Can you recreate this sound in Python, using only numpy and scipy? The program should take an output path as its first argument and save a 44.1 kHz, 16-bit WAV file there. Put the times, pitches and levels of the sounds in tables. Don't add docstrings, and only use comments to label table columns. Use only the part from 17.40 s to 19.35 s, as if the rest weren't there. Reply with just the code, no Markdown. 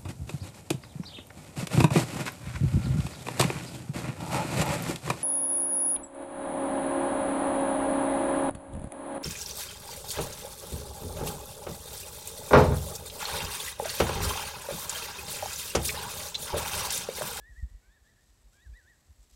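import sys
import numpy as np
from scipy import signal
from scipy.fft import rfft, irfft, next_fast_len
from scipy.io import wavfile
from scipy.ndimage import uniform_filter1d, map_coordinates

SR = 44100
rng = np.random.default_rng(int(sys.argv[2]) if len(sys.argv) > 2 else 0)


def transcribe(u):
    v = np.clip(np.atleast_2d(u).T, -1, 1)
    q = np.round(v * 32767).astype(np.int16)
    wavfile.write(sys.argv[1], SR, q)


N = 85995

# time_s, pitch_hz, level_db
FIRST_CALL = [(0, 1650, -67), (.046, 1755, -58.5), (.07, 1879, -58), (.092, 1906, -58), (.112, 1872, -63.5),
              (.132, 1684, -69.5), (.146, 1648, -79), (0.164, 1739, -61), (0.183, 1940, -59.5),
              (.196, 1953, -57.5), (.218, 1845, -64.5), (.236, 1850, -62), (0.247, 1800, -76)]
SECOND_CALL = [(.42, 1432, -80), (0.461, 1550, -71), (.486, 1577, -77), (.51, 1710, -69), (.552, 1880, -74),
               (.574, 1703, -69.5), (.595, 1491, -85), (.625, 1453, -92), (.655, 1672, -71),
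               (0.681, 1840, -69), (.699, 1996, -71), (.728, 1694, -73), (.755, 1543, -95),
               (.787, 1726, -73.5), (.815, 1871, -75), (0.866, 1788, -87)]
THIRD_CALL = [(1.126, 1280, -75.5), (1.142, 1518, -71), (1.163, 1633, -74.5), (1.183, 1616, -67.5),
              (1.203, 1697, -69.5), (1.224, 1895, -66.5), (1.241, 1950, -68.5), (1.266, 1647, -63.5),
              (1.282, 1485, -76), (1.299, 1440, -98), (1.329, 1559, -95), (1.339, 1662, -64.5),
              (1.364, 1939, -60.5), (1.379, 1976, -58.5), (1.404, 1678, -64), (1.426, 1478, -78.5),
              (1.455, 1490, -70), (1.488, 1880, -63), (1.504, 1943, -61), (1.535, 1691, -68.5),
              (1.558, 1570, -79), (1.572, 1560, -98)]
# time_s, level_db
OCTAVE_BLEND = [(0, -21), (.08, -23.5), (.19, -29), (.46, -19), (.54, -8), (.68, -14.5), (.72, -11),
                (.8, -18), (1.15, -16), (1.23, -6), (1.27, -19), (1.36, -14.5), (1.5, -20)]
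# centre_s, length_s, level_db
RASPS = [(0.443, 0.13, -79.5), (1.188, 0.07, -78), (1.336, 0.016, -73)]
# near_echo_db, tail_db
FIELD_SENDS = [(-23, -13.5), (-12.5, -7), (-18, -15.5)]
# frequency_hz, level_db
TAIL_COLOUR = [(1200, -24), (1650, -5.5), (1900, -3.5), (2300, -17), (4000, -11), (8000, -4)]
# peak_s, level_db, pitch_hz, rise_s, fall_s
PUFFS = [(0.024, -51.5, 52.3, 0.06, 0.048), (0.096, -48, 76, 0.0026, .012), (0.126, -44, 49.8, 0.02, 0.017),
         (.194, -39, 53.64, .016, 0.021), (0.235, -25.5, 63.1, 0.0065, 0.02),
         (.32, -43.5, 57.8, 0.0099, 0.015), (0.351, -38.5, 49.94, 0.014, 0.019),
         (0.491, -53, 50.4, 0.018, 0.025), (0.626, -54.5, 58, 0.0071, 0.015), (0.911, -54, 54, 0.02, 0.036),
         (1.061, -52, 50, 0.02, 0.033), (1.274, -42, 67.1, 0.011, 0.018), (1.3, -41.5, 68.64, 0.012, 0.013),
         (1.329, -40.5, 52.17, 0.013, 0.023), (1.45, -56.5, 75.8, 0.009, 0.0081),
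         (1.71, -46.5, 71.8, 0.017, 0.015), (1.808, -50, 49.9, 0.02, 0.024),
         (1.938, -52, 54.6, .013, 0.021)]
# frequency_hz, level_db
TURBULENCE_COLOUR = [(40, -25.5), (90, 0), (150, -1), (220, -3.5), (350, -27.5), (800, -55), (3000, -90)]
RUMBLE_COLOUR = [(15, -47), (30, -14.5), (48, -1.5), (75, -4.5), (110, -10.5), (170, -17), (300, -22.5),
                 (800, -53)]
HISS_COLOUR = [(120, -20), (200, -1.5), (400, -1), (600, -2.5), (1000, -5.5), (1450, -8), (1880, -6.5),
               (2300, -10), (3300, -12.5), (3800, -9), (5000, -11.5), (8000, -12.5), (15600, -12.5)]
GRASS_COLOUR = [(1000, -24), (2800, -6.5), (4200, -3.5), (6000, -1.5), (8000, -3.5), (12000, -6.5),
                (15600, -7)]
# time_s, level_db
GRASS_SWELLS = [(0, -105), (.08, -80), (.12, -71.5), (.238, -70), (.254, -85), (.3, -74), (.58, -86),
                (.66, -75), (.74, -79), (.87, -71.5), (1.0, -76), (1.115, -77), (1.132, -66.5),
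                (1.19, -74.5), (1.36, -73), (1.6, -75), (1.75, -74.5), (1.83, -69), (1.89, -73),
                (1.925, -65), (1.95, -67)]
# frequency_hz, gain_db
PORT_EQ = [(6300, 0), (7200, 2.5), (7950, 5.5), (8500, 0), (9100, -7.5), (9600, -2), (10000, -1),
           (10650, -9), (11200, -2.5), (11400, -4), (11750, -2), (12400, -2), (12900, -4.5), (13600, -9.5),
           (15600, -12.5)]

PITCH_JITTER, FLUTTER_DB, GLIDE_S = .004, 1.24, 0.01
OCTAVE_RISE_DB, OCTAVE_FALL_DB, FULL_SLOPE_HZ_PER_S = 2, -7, 4400
RASP_JITTER, RASP_PITCH_RATIO = .035, 1.46
NEAR_ECHO_S, FAR_ECHO_S, FAR_ECHO_DB, TAIL_T60_S = 0.036, .105, -24, 0.91
PUFF_SAG_PER_S, PUFF_OCTAVE_DB, TURBULENCE_DB = 5, -25.5, -29
RUMBLE_DB, HISS_DB = -68.5, -70.5
TOP_HZ = 15750


def bird_whistle(call):
    t = clock()
    hz, db = curves(call)
    hz = uniform_filter1d(hz, int(GLIDE_S * SR))
    climb = np.gradient(hz) * SR / FULL_SLOPE_HZ_PER_S
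    octave_db = curves(OCTAVE_BLEND)[0] + np.interp(climb, [-1, 0, 1], [OCTAVE_FALL_DB, 0, OCTAVE_RISE_DB])
    phase = phase_of(hz * (1 + PITCH_JITTER * wobble(250)))
    tone = np.sin(phase) + amp(octave_db) * np.sin(2 * phase)
    rasp_level = sum(amp(level) * np.exp(-(2 * (t - s) / length) ** 2) for s, length, level in RASPS)
    rasp_hz = RASP_PITCH_RATIO * hz * (1 + RASP_JITTER * wobble(500))
    rasp = rasp_level * np.sin(phase_of(rasp_hz))
    singing = (t >= call[0][0]) & (t <= call[-1][0])
    soft_gate = uniform_filter1d(1.0 * singing, size=256)
    return np.sqrt(2) * soft_gate * (amp(db + FLUTTER_DB * wobble(120)) * tone + rasp)


def tree_line(call, near_echo_db, tail_db):
    t = clock()
    impulse = noise(TAIL_COLOUR) * amp(-60 * t / TAIL_T60_S) * (1 - np.exp(-t / 0.016))
    tail = call.std() * unit(signal.fftconvolve(call, impulse)[:N])
    near, far = (np.interp(t - delay, t, call, left=0) for delay in (NEAR_ECHO_S, FAR_ECHO_S))
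    return call + amp(near_echo_db) * near + amp(FAR_ECHO_DB) * far + amp(tail_db) * tail


def wind_thumps():
    thumps = np.zeros(N)
    turbulence = amp(TURBULENCE_DB) * noise(TURBULENCE_COLOUR)
    for (peak_s, db, hz, rise_s, fall_s), turn in zip(PUFFS, rng.random(len(PUFFS))):
        t = clock() - peak_s
        envelope = np.exp(-np.where(t < 0, (t / rise_s) ** 2, np.abs(t / fall_s) ** 1.26))
        sag = np.exp(-PUFF_SAG_PER_S * np.clip(t, -.05, .05))
        phase = phase_of(hz * sag) + 2 * np.pi * turn
        octave = amp(PUFF_OCTAVE_DB) * envelope * np.sin(2 * phase)
        thumps += amp(db) * envelope * (np.sin(phase) + octave + turbulence)
    return thumps


def grass_rustle():
    swell_db, = curves(GRASS_SWELLS)
    return amp(swell_db + 0.72 * wobble(70) + 2.8 * wobble(400)) * noise(GRASS_COLOUR)


def wind_bed():
    rumble = amp(RUMBLE_DB + 1.3 * wobble(13.46)) * noise(RUMBLE_COLOUR)
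    return rumble + amp(HISS_DB) * noise(HISS_COLOUR)


def amp(db):
    return 10 ** (np.asarray(db) / 20)


def unit(x):
    return x / np.sqrt(np.mean(x ** 2) + 1e-20)


def clock():
    return np.arange(N) / SR


def curves(rows):
    times, *columns = np.transpose(rows)
    return [np.interp(clock(), times, column) for column in columns]


def wobble(rate):
    return map_coordinates(rng.standard_normal(int(N * rate / SR) + 4), [clock() * rate])


def filtered(x, response):
    size = next_fast_len(len(x) + SR // 4)
    return irfft(rfft(x, size) * response(np.fft.rfftfreq(size, 1 / SR)), size)[:len(x)]


def noise(colour):
    f, db = np.transpose(colour)
    white = rng.standard_normal(N)
    return unit(filtered(white, lambda hz: amp(np.interp(np.log(hz + 1), np.log(f), db))))


def phase_of(hz):
    return 2 * np.pi * np.cumsum(hz) / SR


def scene():
    calls = (FIRST_CALL, SECOND_CALL, THIRD_CALL)
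    bird = sum(tree_line(bird_whistle(call), *sends) for call, sends in zip(calls, FIELD_SENDS))
    return (bird + wind_thumps() + grass_rustle() + wind_bed())[None]


def record(dry):
    f, db = np.transpose(PORT_EQ)
    return np.array([filtered(channel, lambda hz: amp(np.interp(hz, f, db)) * (hz < TOP_HZ))
                     for channel in dry])


dry = scene()
out = record(dry)
transcribe(out)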